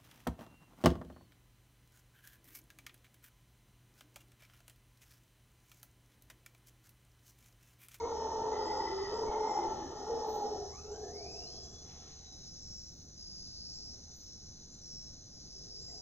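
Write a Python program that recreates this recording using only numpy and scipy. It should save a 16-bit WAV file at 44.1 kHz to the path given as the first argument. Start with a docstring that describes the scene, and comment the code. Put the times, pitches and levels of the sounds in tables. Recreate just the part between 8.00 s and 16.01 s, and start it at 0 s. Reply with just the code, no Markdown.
"""Howler monkeys roar some way off in a night forest, die away, and start again softly.
Ragged vocal-fold pulses ring the throat sac and mouth; at times the voice locks into a clear hoot.
Far insects chirr throughout; nearer crickets trill over them with their wings.
A thin whistle rises once, something dry rustles, and the hand-held microphone picks up
a low rumble and a few bumps."""
import sys
import numpy as np
from scipy import signal
from scipy.fft import rfft, irfft
from scipy.io import wavfile
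from scipy.ndimage import uniform_filter1d

SR = 44100
rng = np.random.default_rng(int(sys.argv[2]) if len(sys.argv) > 2 else 0)


def generate_wav(signal):
    """Clip the signal to [-1, 1] and save it as 16-bit WAV at the path in sys.argv[1]."""
    frames = np.transpose(np.atleast_2d(signal))
    scaled = np.clip(frames, -1, 1) * 32767
    pcm = np.round(scaled).astype(np.int16)
    wavfile.write(sys.argv[1], SR, pcm)


N = 353241
TIME = np.arange(N) / SR
BINS_HZ = np.fft.rfftfreq(N, 1 / SR)

# Wing tones of three chirping crickets. Each row: pitch in Hz, relative level in dB.
HIGH_CHIRP = [(5222, -9), (5310, -12), (5410, -7), (5513, 0), (5612, -9), (5722, -6)]
LOW_CHIRP = [(5228, -10), (5335, -3), (5437, -6), (5536, 0)]
FAST_CHIRP = [(5025, -14), (5224, 0), (5428, -3), (5625, -6)]


def amp(db):
    """Decibels to gain."""
    return 10 ** (np.asarray(db) / 20)


def unit(x):
    """Scale to rms 1."""
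    return x / np.sqrt(np.mean(abs(x) ** 2) + 1e-20)


def read(points, hz):
    """Interpolate a table on a log-frequency axis."""
    points_hz, values = np.transpose(points)
    return np.interp(np.log(hz + 1), np.log(points_hz + 1), values)


def curves(rows):
    """One curve per column after the time column; end values hold."""
    times_s, *columns = np.transpose(rows)
    return [np.interp(TIME, times_s, column) for column in columns]


def during(start_s, end_s, fade_s):
    """Gate: 1 from start to end, linear fades outside."""
    return np.clip(np.minimum(TIME - start_s, end_s - TIME) / fade_s + 1, 0, 1)


def envelope(start_s, length_s, attack_s, release_db_per_s):
    """Linear rise, hold, exponential decay."""
    rise = np.clip((TIME - start_s) / attack_s, 0, 1)
    return rise * amp(-release_db_per_s * np.clip(TIME - start_s - length_s, 0, 2))


def wander(rate_hz):
    """Smooth random curve, rms 1."""
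    return unit(irfft(rfft(rng.standard_normal(N)) * np.exp(-(BINS_HZ / rate_hz) ** 2), N))


def add(mix, start_s, sound):
    """Mix a sound in, in place."""
    part = mix[max(round(start_s * SR), 0):][:len(sound)]
    part += sound[:len(part)]


def blend(calls):
    """Merge (gain, Hz) curves: powers add, the loudest dominates the pitch."""
    power = sum(gain ** 2 + 1e-20 for gain, hz in calls)
    return np.sqrt(power), sum((gain ** 2 + 1e-20) * hz for gain, hz in calls) / power


def resonate(x, hz, width_hz, order=2):
    """Steep resonance following a frequency curve, rms 1."""
    carrier = np.exp(2j * np.pi * np.cumsum(hz * np.ones(N)) / SR)
    pole = np.exp(-np.pi * width_hz / SR)
    baseband = x / carrier
    for _ in range(order):
        baseband = signal.lfilter([1 - pole], [1, -pole], baseband)
    return unit((carrier * baseband).real)


def sustained(x, window_samples=4000):
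    """Level out slow changes, keep fast flutter."""
    return x / np.sqrt(abs(uniform_filter1d(x ** 2, window_samples)) + 1e-6)


def diffuse(pair, spread=1):
    """Correlate two signals as sound from ahead (spread 0) or all round (1)."""
    # Microphone ports in a diffuse field. Each row: frequency in Hz, coherence from 0 to 1.
    coherence = [(100, 1), (230, 0.93), (460, 0.5), (700, 0.36), (1200, 0.14), (2000, 0.69), (3000, 0.87),
                 (4500, 0.94), (6000, 0.91)]
    a, b = rfft(pair)
    same = np.clip(1 - spread * (1 - read(coherence, BINS_HZ)), 0, 1)
    return irfft(np.array([a, same * a + np.sqrt(1 - same ** 2) * b]), N)


def wash(spectrum):
    """Diffuse stereo noise of a given spectrum, rms 1."""
    white = rfft(rng.standard_normal((2, N)))
    return unit(diffuse(irfft(white * amp(read(spectrum, BINS_HZ)), N)))


def forest(x, wet_db, spread=1, tail_samples=32768, echoes_per_s=2000):
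    """Direct sound plus sparse echoes from trunks and canopy."""
    # Each row: frequency in Hz, time to decay 60 dB in seconds.
    decay_times = [(200, 0.62), (900, 1), (3000, 1), (7000, 0.6), (14000, 0.45)]
    taps = rng.standard_normal((2, tail_samples)) * (rng.random((2, tail_samples)) < echoes_per_s / SR)
    hz, t, spectra = signal.stft(taps, SR, nperseg=256)
    decay = amp(-60 * t / read(decay_times, hz)[:, None]) * (t > .01)
    tail = signal.istft(spectra * decay, SR, nperseg=256)[1]
    echoes = signal.fftconvolve(x[None], tail, axes=1)[:, :N]
    wet = unit(diffuse(echoes, spread)) * x.std()
    return (x + amp(wet_db) * wet) / np.hypot(1, amp(wet_db))


def folds(pulse_hz, jitter=.25, breath=.5, uneven_db=5.5):
    """Slack vocal folds slap unevenly, each slap with a puff of air. Returns drive and throb."""
    turns = np.cumsum(pulse_hz * np.exp(jitter * wander(45))) / SR
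    cycle = np.floor(turns).astype(int)
    force = unit(amp(uneven_db * rng.random(N))[cycle])
    slaps = np.diff(cycle, prepend=0)
    puffs = (2.4 + np.exp(-(turns % 1) / .5)) * rng.standard_normal(N)
    drive = force * ((1 - breath) * unit(slaps) + breath * unit(puffs))
    return drive, force * np.sin(np.pi * turns) ** 2


def howl(drive, throb, hz, width_hz, tone_share, wobble, depth):
    """A resonance both rung by the pulses and sounding by itself, swelling once per pulse."""
    phase = 2 * np.pi * np.cumsum(hz * (1 + wobble * wander(59.3))) / SR
    tone = unit(np.sin(phase) * (1 - depth + depth * throb))
    ring = resonate(drive, hz, width_hz)
    return sustained(np.sqrt(tone_share) * tone + np.sqrt(1 - tone_share) * ring)


def gestures(sac_sag=.1, widest_at=.807):
    """Gain and pitch curves of the roars: the mouth opens, then closes, as the sac's pitch sinks."""
    # Roars and growls. 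Each row: start and length in seconds, relative sac, mouth and bray levels
    # in dB, then sac, first mouth and last mouth resonance in Hz.
    roars = [(-.1, 0.7, -40, -36.5, -55, 469.2, 913.2, 863.4),
             (0.479, 0.38, -41.5, -35.5, -52.5, 435.4, 897.3, 875.5),
             (0.818, 0.31, -48, -49, -52, 405, 870, 843.2),
             (1.069, .24, -39, -38.5, -57, 462.5, 944.3, 898.3),
             (1.24, 0.42, -40.5, -32, -54.5, 446, 895.4, 837.1),
             (1.6, 0.21, -44.5, -47.5, -55.5, 374.6, 841, 822.6),
             (1.817, 0.3, -47, -45, -58.5, 445, 852, 843),
             (2.027, 0.43, -39.5, -37.5, -60, 469.4, 882.7, 824),
             (2.429, .13, -43, -47, -62.5, 446.6, 784, 726.3),
             (2.83, .3, -49.5, -50, -74, 443.6, 784.6, 689),
             (3.104, 0.2005, -52.5, -51, -96, 442.2, 725, 710),
             (3.275, 0.16, -56, -55, -74.5, 432, 736, 702), (3.44, 0.29, -59.5, -63.5, -74, 425, 709, 692),
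             (3.777, 0.273, -66.5, -66, -72, 424, 838, 749),
             (7.511, 0.3, -63.5, -93.5, -102, 417, 694, 720), (7.84, 0.45, -60.5, -60, -107, 434, 715, 706)]
    sac, mouth, bray_power = [], [], 0
    for start_s, length_s, sac_db, mouth_db, bray_db, sac_hz, first_hz, last_hz in roars:
        push = envelope(start_s, length_s, attack_s=.0877, release_db_per_s=109.5)
        progress = np.clip((TIME - start_s) / length_s, 0, 1)
        glide = progress ** 1.2
        open_db = np.interp(progress, [0, widest_at, 1], [-5.5, 0, -4.5])
        sac.append((amp(sac_db) * push, sac_hz * (1 - sac_sag * glide)))
        mouth.append((amp(mouth_db + open_db) * push, first_hz + (last_hz - first_hz) * glide))
        bray_power += (amp(bray_db) * push) ** 2
    return (*blend(sac), *blend(mouth), np.sqrt(bray_power))


def roar(mouth_rest_hz=850, bray_air=1.1, highpass_hz=190):
    """Fold pulses ring the throat sac, the mouth and the upper throat resonances (the bray)."""
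    # Weak modes beside the sac; bray modes. Each row: centre in Hz, width in Hz, relative level in dB.
    sac_modes = [(248.7, 38.5, -16), (342.6, 52, -23.5), (500.7, 12, -11.5), (582, 99, -13.5),
                 (709, 74, -14.5)]
    bray_modes = [(1092, 210, -4.5), (1233, 70, -7), (1346.4, 100, -5), (1825, 150, -11),
                  (2730, 400, -18.5), (3100, 160, -14), (3695, 730, -17.5), (4350, 2100, -7)]
    drive, throb = folds(pulse_hz=64 * np.exp(.16 * wander(5)))
    sac_gain, sac_hz, mouth_gain, mouth_hz, bray_gain = gestures()
    effort = np.interp(20 * np.log10(sac_gain), [-62, -42], [.2, 1])  # soft calls are breathier
    jaw = (1 + .015 * wander(4.3)) * (mouth_hz / mouth_rest_hz) ** .25  # modes partly track the mouth

    def ring(source, modes):
        return sum(amp(db) * resonate(source, hz * jaw, width_hz, order=3) for hz, width_hz, db in modes)

    surge = amp(-2 + 2.26 * wander(93))
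    sac_hz = sac_hz * (1 + .00683 * wander(8.42))
    sac = howl(drive, throb, sac_hz, width_hz=142, tone_share=.7 * effort, wobble=.023, depth=.5)
    sac = surge * sac + ring(drive, sac_modes)
    mouth_hz = mouth_hz * (1 + .018 * wander(13.91))
    mouth = howl(drive, throb, mouth_hz, width_hz=149, tone_share=.62 * effort, wobble=.02777, depth=.62)
    bray = ring(unit(drive + bray_air * rng.standard_normal(N)), bray_modes)
    voice = sac_gain * sac + amp(-1.26) * mouth_gain * mouth + bray_gain * bray
    return signal.sosfilt(signal.butter(4, highpass_hz, "high", fs=SR, output="sos"), voice)


def rasp(flutter_db=3):
    """A narrow, pulsing high note cuts in and out when the mouth gapes."""
    # Each row: start and length in seconds, first and last pitch in Hz, relative level in dB.
    rasps = [(-.05, 0.083, 2165, 2155, -59), (.52, 0.054, 1995, 2006, -53.5),
             (0.6, 0.053, 1939, 1944, -58.5), (0.67, .05, 1990, 2010, -51), (0.789, 0.059, 1930, 1963, -54),
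             (0.863, 0.063, 1990, 1980, -49.5), (0.972, 0.038, 2015, 2000, -55),
             (1.029, 0.041, 1943, 1916, -49), (1.254, .04, 2210, 2175, -62),
             (1.317, 0.044, 2137, 2100, -57), (1.397, .24, 2095, 2054, -60.5), (1.68, 0.2, 1813, 1723, -67),
             (2.5, 0.2, 1784, 1770, -75.5), (7.88, 0.023, 2037, 1994, -76)]
    calls = []
    for start_s, length_s, first_hz, last_hz, db in rasps:
        push = amp(db) * envelope(start_s, length_s, attack_s=.015, release_db_per_s=317)
        calls.append((push, np.interp(TIME, [start_s, start_s + length_s], [first_hz, last_hz])))
    gain, hz = blend(calls)
    drive, throb = folds(pulse_hz=64)
    note = howl(drive, throb, hz, width_hz=130, tone_share=.66, wobble=.009, depth=.6)
    return gain * unit(amp(flutter_db * wander(27))) * note


def chorus(level_db=-56, throb_db=.84, chirr_db=.85):
    """Countless far insects merge into a band of chirring."""
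    # Each row: time in seconds, level change in dB.
    swell = [(0, 1), (.8, -1), (2.8, 1.5), (4.7, 1), (5.1, -1.5), (5.55, 1.5), (6.1, 0.5), (8, .5)]
    # Each row: frequency in Hz, relative density in dB.
    spectrum = [(2900, -28.5), (3500, -23.5), (3900, -12), (4200, -6), (4700, -9.5), (5200, -5.5),
                (5700, -4), (6150, 1.5), (6600, -6.5), (7000, -13), (7400, -22.5), (7800, -28.5),
                (8400, -52.5)]
    gain = amp(level_db + curves(swell)[0] + throb_db * wander(20) - chirr_db * wander(220))
    return gain * wash(spectrum)


def rumble(air_db=-57, hum_hz=74, bump_s=.0069):
    """Night air, a distant wavering hum and soft bumps of the hand on the microphone."""
    # Each row: frequency in Hz, relative density in dB.
    air_spectrum = [(20, -2), (55, 1.5), (100, -1), (170, -3.5), (300, -11.5), (550, -19.5), (800, -23.5),
                    (1100, -32.5), (1400, -29), (2000, -43.5), (2700, -46.5), (8000, -62.5), (10500, -39.5),
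                    (15000, -58)]
    # Each row: time in seconds, level in dB.
    hum_levels = [(0, -53.5), (1.5, -64.5), (3.2, -57.5), (4.5, -65), (8, -66.5)]
    # Each row: time in seconds, pitch in Hz, peak in dB.
    hand_bumps = [(1.295, 44, -37.5), (1.689, 38.7, -45.5), (4.655, 56, -46)]
    hum = amp(curves(hum_levels)[0]) * sustained(resonate(rng.standard_normal(N), hum_hz, width_hz=7.6))
    air = amp(air_db + 1.23 * wander(13)) * wash(air_spectrum)
    bumps = sum(amp(db) * np.exp(-((TIME - at_s) / bump_s) ** 2) * np.cos(2 * np.pi * hz * (TIME - at_s))
                for at_s, hz, db in hand_bumps)
    return air + hum + bumps


def far_forest(patchy_db=2):
    """Faint, patchy stirring deep among the trees."""
    # Each row: time in seconds, level in dB.
    levels = [(4.3, -69), (4.6, -87.5), (5.2, -99), (5.85, -70), (6.4, -81.5), (7.15, -83), (7.6, -91)]
    # Each row: centre in Hz, width in Hz, relative level in dB.
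    modes = [(420, 83, 1), (776, 170, 0), (1505, 230, -15)]
    patches = sum(amp(db + patchy_db * wander(24)) * resonate(rng.standard_normal(N), hz, width_hz)
                  for hz, width_hz, db in modes)
    return amp(curves(levels)[0]) * unit(patches)


def hoots(octave_db=-20, octave_top_hz=1000, fade_s=.013):
    """The voice locks onto the sac or mouth resonance, almost pure; low hoots keep a weak octave."""
    # Each row: start and end in seconds, first and last pitch in Hz, relative level in dB.
    calls = [(0.021, 0.067, 457, 466, -34.5), (0.1, 0.166, 468, 456, -37.5),
             (0.173, 0.211, 446, 443, -34.5), (0.244, 0.284, 435, 441, -29),
             (0.299, 0.34, 454.5, 423, -36.5), (0.508, 0.545, 442, 459, -40.5),
             (0.59, 0.712, 350.4, 325.5, -45.5), (0.682, 0.707, 890, 860, -33),
             (0.892, 1.04, 387, 394.7, -32.5), (1.064, 1.152, 398, 425.6, -38),
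             (1.154, 1.285, 460, 438, -41), (1.385, 1.433, 876.2, 890, -39.5),
             (1.435, 1.481, 290, 281, -44), (1.572, 1.674, 350, 341, -37.5),
             (1.594, 1.668, 867, 825, -33.5), (1.695, 1.81, 395, 364, -54), (1.836, 1.887, 284.1, 256, -45),
             (1.943, 2.107, 264.6, 261.5, -51), (2.095, 2.188, 471.6, 449, -38.5),
             (2.393, 2.478, 828.4, 803, -36.5), (2.431, 2.484, 250, 230.5, -46.5),
             (2.445, 2.65, 439, 410.3, -39.5), (2.572, 2.666, 733, 709, -47),
             (2.833, 2.874, 424.5, 415, -42), (2.894, 2.954, 419.3, 409, -40),
             (2.969, 3.09, 420, 417.5, -45), (3.102, 3.279, 415, 400.9, -49.5)]
    out = np.zeros(N)
    waver = 1 + .011 * wander(40)
    flutter = amp(2.5 * wander(30))
    for start_s, end_s, first_hz, last_hz, db in calls:
        hz = np.interp(TIME, [start_s, end_s], [first_hz, last_hz]) * waver
        phase = 2 * np.pi * np.cumsum(hz) / SR
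        octave = amp(octave_db) * (2 * first_hz < octave_top_hz)
        gate = during(start_s + fade_s, end_s - fade_s, fade_s)
        out += amp(db) * gate * (np.sin(phase) + octave * np.sin(2 * phase))
    return out * flutter


def trill(length_s, tones, pitch_ratio=1, strokes_per_s=100, rise_s=.035, fade_s=.075):
    """Wing strokes sound as a few close, scratchy tones; each sways and swells on its own."""
    detune_hz, swell_db, roughness = 5, 3, .13
    t = np.arange(0, length_s, 1 / SR)
    strokes_s = np.arange(0, length_s, 1 / strokes_per_s)
    song = 0
    for hz, db in tones:
        sway, swell = np.sin(2 * np.pi * (rng.uniform(1.5, 5, (2, 1)) * t + rng.random((2, 1))))
        pitch_hz = hz * pitch_ratio + detune_hz * rng.standard_normal()
        per_stroke = rng.standard_normal((2, len(strokes_s)))
        force, slip = (roughness * np.interp(t, strokes_s, values) for values in per_stroke)
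        phase = 2 * np.pi * (pitch_hz * t + .14 * sway + rng.random()) + slip
        song = song + amp(db + swell_db * swell) * (1 + force) * np.sin(phase)
    return unit(song * np.clip(np.minimum(t / rise_s, (length_s - t) / fade_s), 0, 1))


def crickets(chirp_s=.35, far_db=-68, far_detune=.05, far_count=36):
    """Near crickets chirp and trill over fainter ones at random times."""
    # Each row: start in seconds, wing tones, level in dB.
    chirps = [(0.12, HIGH_CHIRP, -57.5), (0.619, LOW_CHIRP, -58), (1.373, HIGH_CHIRP, -54.5),
              (1.95, LOW_CHIRP, -55.5), (2.428, HIGH_CHIRP, -57.5), (3.19, LOW_CHIRP, -57),
              (3.299, HIGH_CHIRP, -59), (4.3, FAST_CHIRP, -57), (4.541, LOW_CHIRP, -53),
              (4.6, HIGH_CHIRP, -55.5), (5.631, HIGH_CHIRP, -54), (6.211, LOW_CHIRP, -56.5),
              (6.797, HIGH_CHIRP, -53.5), (7.493, LOW_CHIRP, -57), (7.935, HIGH_CHIRP, -56)]
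    # Wing tones of two trilling crickets. Each row: pitch in Hz, relative level in dB.
    wide_trill = [(4875, -2), (4937, -2), (4995, -10), (5057, -6), (5120, -10), (5178, -10), (5233, -2.5),
                  (5292, -7), (5412, -8)]
    centred_trill = [(4845, -8), (4895, -8), (4960, -13), (5020, -5), (5078, 0), (5135, -9), (5215, -9),
                     (5268, -5)]
    # Longer, lower songs. Each row: start and length in seconds, wing tones, level in dB.
    trills = [(.558, .72, wide_trill, -51), (3.123, .57, centred_trill, -52),
              (5.157, .8, wide_trill, -51.5), (7.294, .65, centred_trill, -57),
              (7.685, .4, wide_trill, -51)]
    out = np.zeros(N)
    for when, extra_s, pitch in rng.random((far_count, 3)):
        song = trill(.18 + extra_s, LOW_CHIRP, pitch_ratio=1 + far_detune * (pitch - .5))
        add(out, when * N / SR, amp(far_db) * song)
    for start_s, tones, db in chirps:
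        add(out, start_s, amp(db) * trill(chirp_s, tones))
    for start_s, length_s, tones, db in trills:
        add(out, start_s, amp(db) * trill(length_s, tones))
    return out


def scratch(length_s, hz, width_hz):
    """A band of hiss that swells and fades, rms 1."""
    offset = (np.fft.rfftfreq(SR, 1 / SR) - hz) / width_hz
    band = irfft(rfft(rng.standard_normal(SR)) / (1 + offset ** 2) ** 3)
    note = band[:int(length_s * SR)]
    return unit(note * signal.windows.tukey(len(note), .6))


def pips_and_buzzes():
    """Single insects give sharp pips and longer buzzes."""
    # Each row: start in seconds, pitch in Hz, level in dB.
    pips = [(0.649, 7320, -63), (0.761, 7210, -65), (1.13, 7330, -66), (1.478, 7230, -59.5),
            (1.54, 7160, -67), (2.711, 7200, -63.5), (2.91, 7350, -65), (3.159, 4490, -53.5),
            (3.31, 7370, -64.5), (3.453, 4230, -54), (3.62, 7230, -61), (3.702, 7200, -67),
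            (4.61, 7400, -70.5), (4.76, 7170, -64.5), (5.721, 7340, -63.5), (6.71, 7160, -59),
            (7.799, 7360, -61), (7.88, 7350, -60.5)]
    # Each row: start and length in seconds, pitch and width in Hz, level in dB.
    buzzes = [(1.979, 0.68, 4410, 1500, -62.5), (2.253, 0.14, 14070, 420, -64),
              (4.14, 0.26, 3910, 25, -67.5), (4.616, .55, 15200, 1190, -82),
              (5.351, 0.52, 4460, 560, -60.5), (6.125, .11, 14000, 600, -72.5)]
    out = np.zeros(N)
    for start_s, hz, db in pips:
        add(out, start_s, amp(db) * scratch(length_s=.048, hz=hz, width_hz=140))
    for start_s, length_s, hz, width_hz, db in buzzes:
        add(out, start_s, amp(db) * scratch(length_s, hz, width_hz))
    return out


def ticks():
    """Tiny high ticks, perhaps from dry leaves."""
    # Each row: start in seconds, level in dB.
    events = [(.8, -90), (1.385, -84), (2.265, -79), (2.98, -86), (3.15, -75)]
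    out = np.zeros(N)
    for start_s, db in events:
        add(out, start_s, amp(db) * scratch(length_s=.008, hz=12500, width_hz=5000))
    return out


def whistle(trim_db=-2, width_hz=150, third_db=-21, sputter_db=3.6):
    """A fuzzy whistle with weak overtones glides upward."""
    # Each row: time in seconds, pitch in Hz, relative level in dB.
    glide = [(2.671, 866, -73), (2.73, 1050, -57), (2.8, 1285, -64), (2.88, 1340, -62.5),
             (2.931, 1470, -56), (3.0, 1630, -68), (3.1, 1760, -68), (3.14, 2090, -68.5), (3.24, 2384, -60),
             (3.35, 2590, -66), (3.45, 2810, -63), (3.52, 3240, -70.5), (3.75, 3430, -66),
             (4.1, 3510, -69.5)]
    # Each row: whistle pitch in Hz, relative level of the second harmonic in dB.
    overtone = [(1000, -10), (1300, -6), (1700, -10), (2200, -16), (3500, -28)]
    hz, db = curves(glide)
    hiss = rng.standard_normal(N)
    tone = 0
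    for k, partial_db in enumerate([0, read(overtone, hz), third_db], 1):
        partial = resonate(hiss, k * hz, np.sqrt(k) * width_hz, order=3)
        tone = tone + amp(partial_db) * sustained(partial, window_samples=500)
    sputter = unit(amp(sputter_db * wander(35)))
    return amp(db + trim_db) * sputter * tone * during(glide[0][0], glide[-1][0], fade_s=.05)


def rustle():
    """A soft brush of something dry close by."""
    # Each row: time in seconds, level in dB.
    levels = [(3.799, -84), (3.91, -65.5), (4.0, -70.5), (4.09, -68), (4.2, -73), (4.5, -84)]
    # Each row: frequency in Hz, relative density in dB.
    spectrum = [(500, -27), (1000, -9), (2300, -3.5), (4000, -3), (7000, -25), (9000, -50)]
    return amp(curves(levels)[0]) * during(levels[0][0], levels[-1][0], fade_s=.059) * wash(spectrum)


def scene():
    """Monkeys and insects among the trees, in stereo."""
    monkeys = forest(roar(), wet_db=-3.5, spread=.54) + forest(hoots(), wet_db=-6, spread=.54)
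    monkeys += forest(rasp(), wet_db=-7)
    monkeys *= amp([[.2], [-.2]])  # a touch to the left
    insects = forest(crickets(), wet_db=-6) + forest(pips_and_buzzes(), wet_db=0) + chorus()
    near_whistle = forest(whistle(), wet_db=-9)
    stirring = forest(far_forest(), wet_db=4)
    return monkeys + insects + near_whistle + stirring + rustle() + ticks() + rumble()


def record(dry, lowpass_hz=15700):
    """The two microphone ports hear each frequency out of step; a low-pass follows."""
    # Each row: frequency in Hz, phase lead of left over right in radians.
    port_lead = [(150, 0), (430, -.35), (1000, -.35), (1550, .1), (2000, .8), (2500, 2.1), (3300, 1.5),
                 (3900, 1.8), (4850, 3.14), (6800, 6.25), (7600, 6.7), (10000, 10.8), (14000, 14.5)]
    half_lead = np.exp(.5j * read(port_lead, BINS_HZ))
    ported = irfft(rfft(dry) * np.array([half_lead, 1 / half_lead]), N)
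    lowpass = signal.firwin(511, lowpass_hz, window=("kaiser", 9), fs=SR)
    return signal.oaconvolve(ported, lowpass[None], "same")


dry = scene()
out = record(dry)
generate_wav(out)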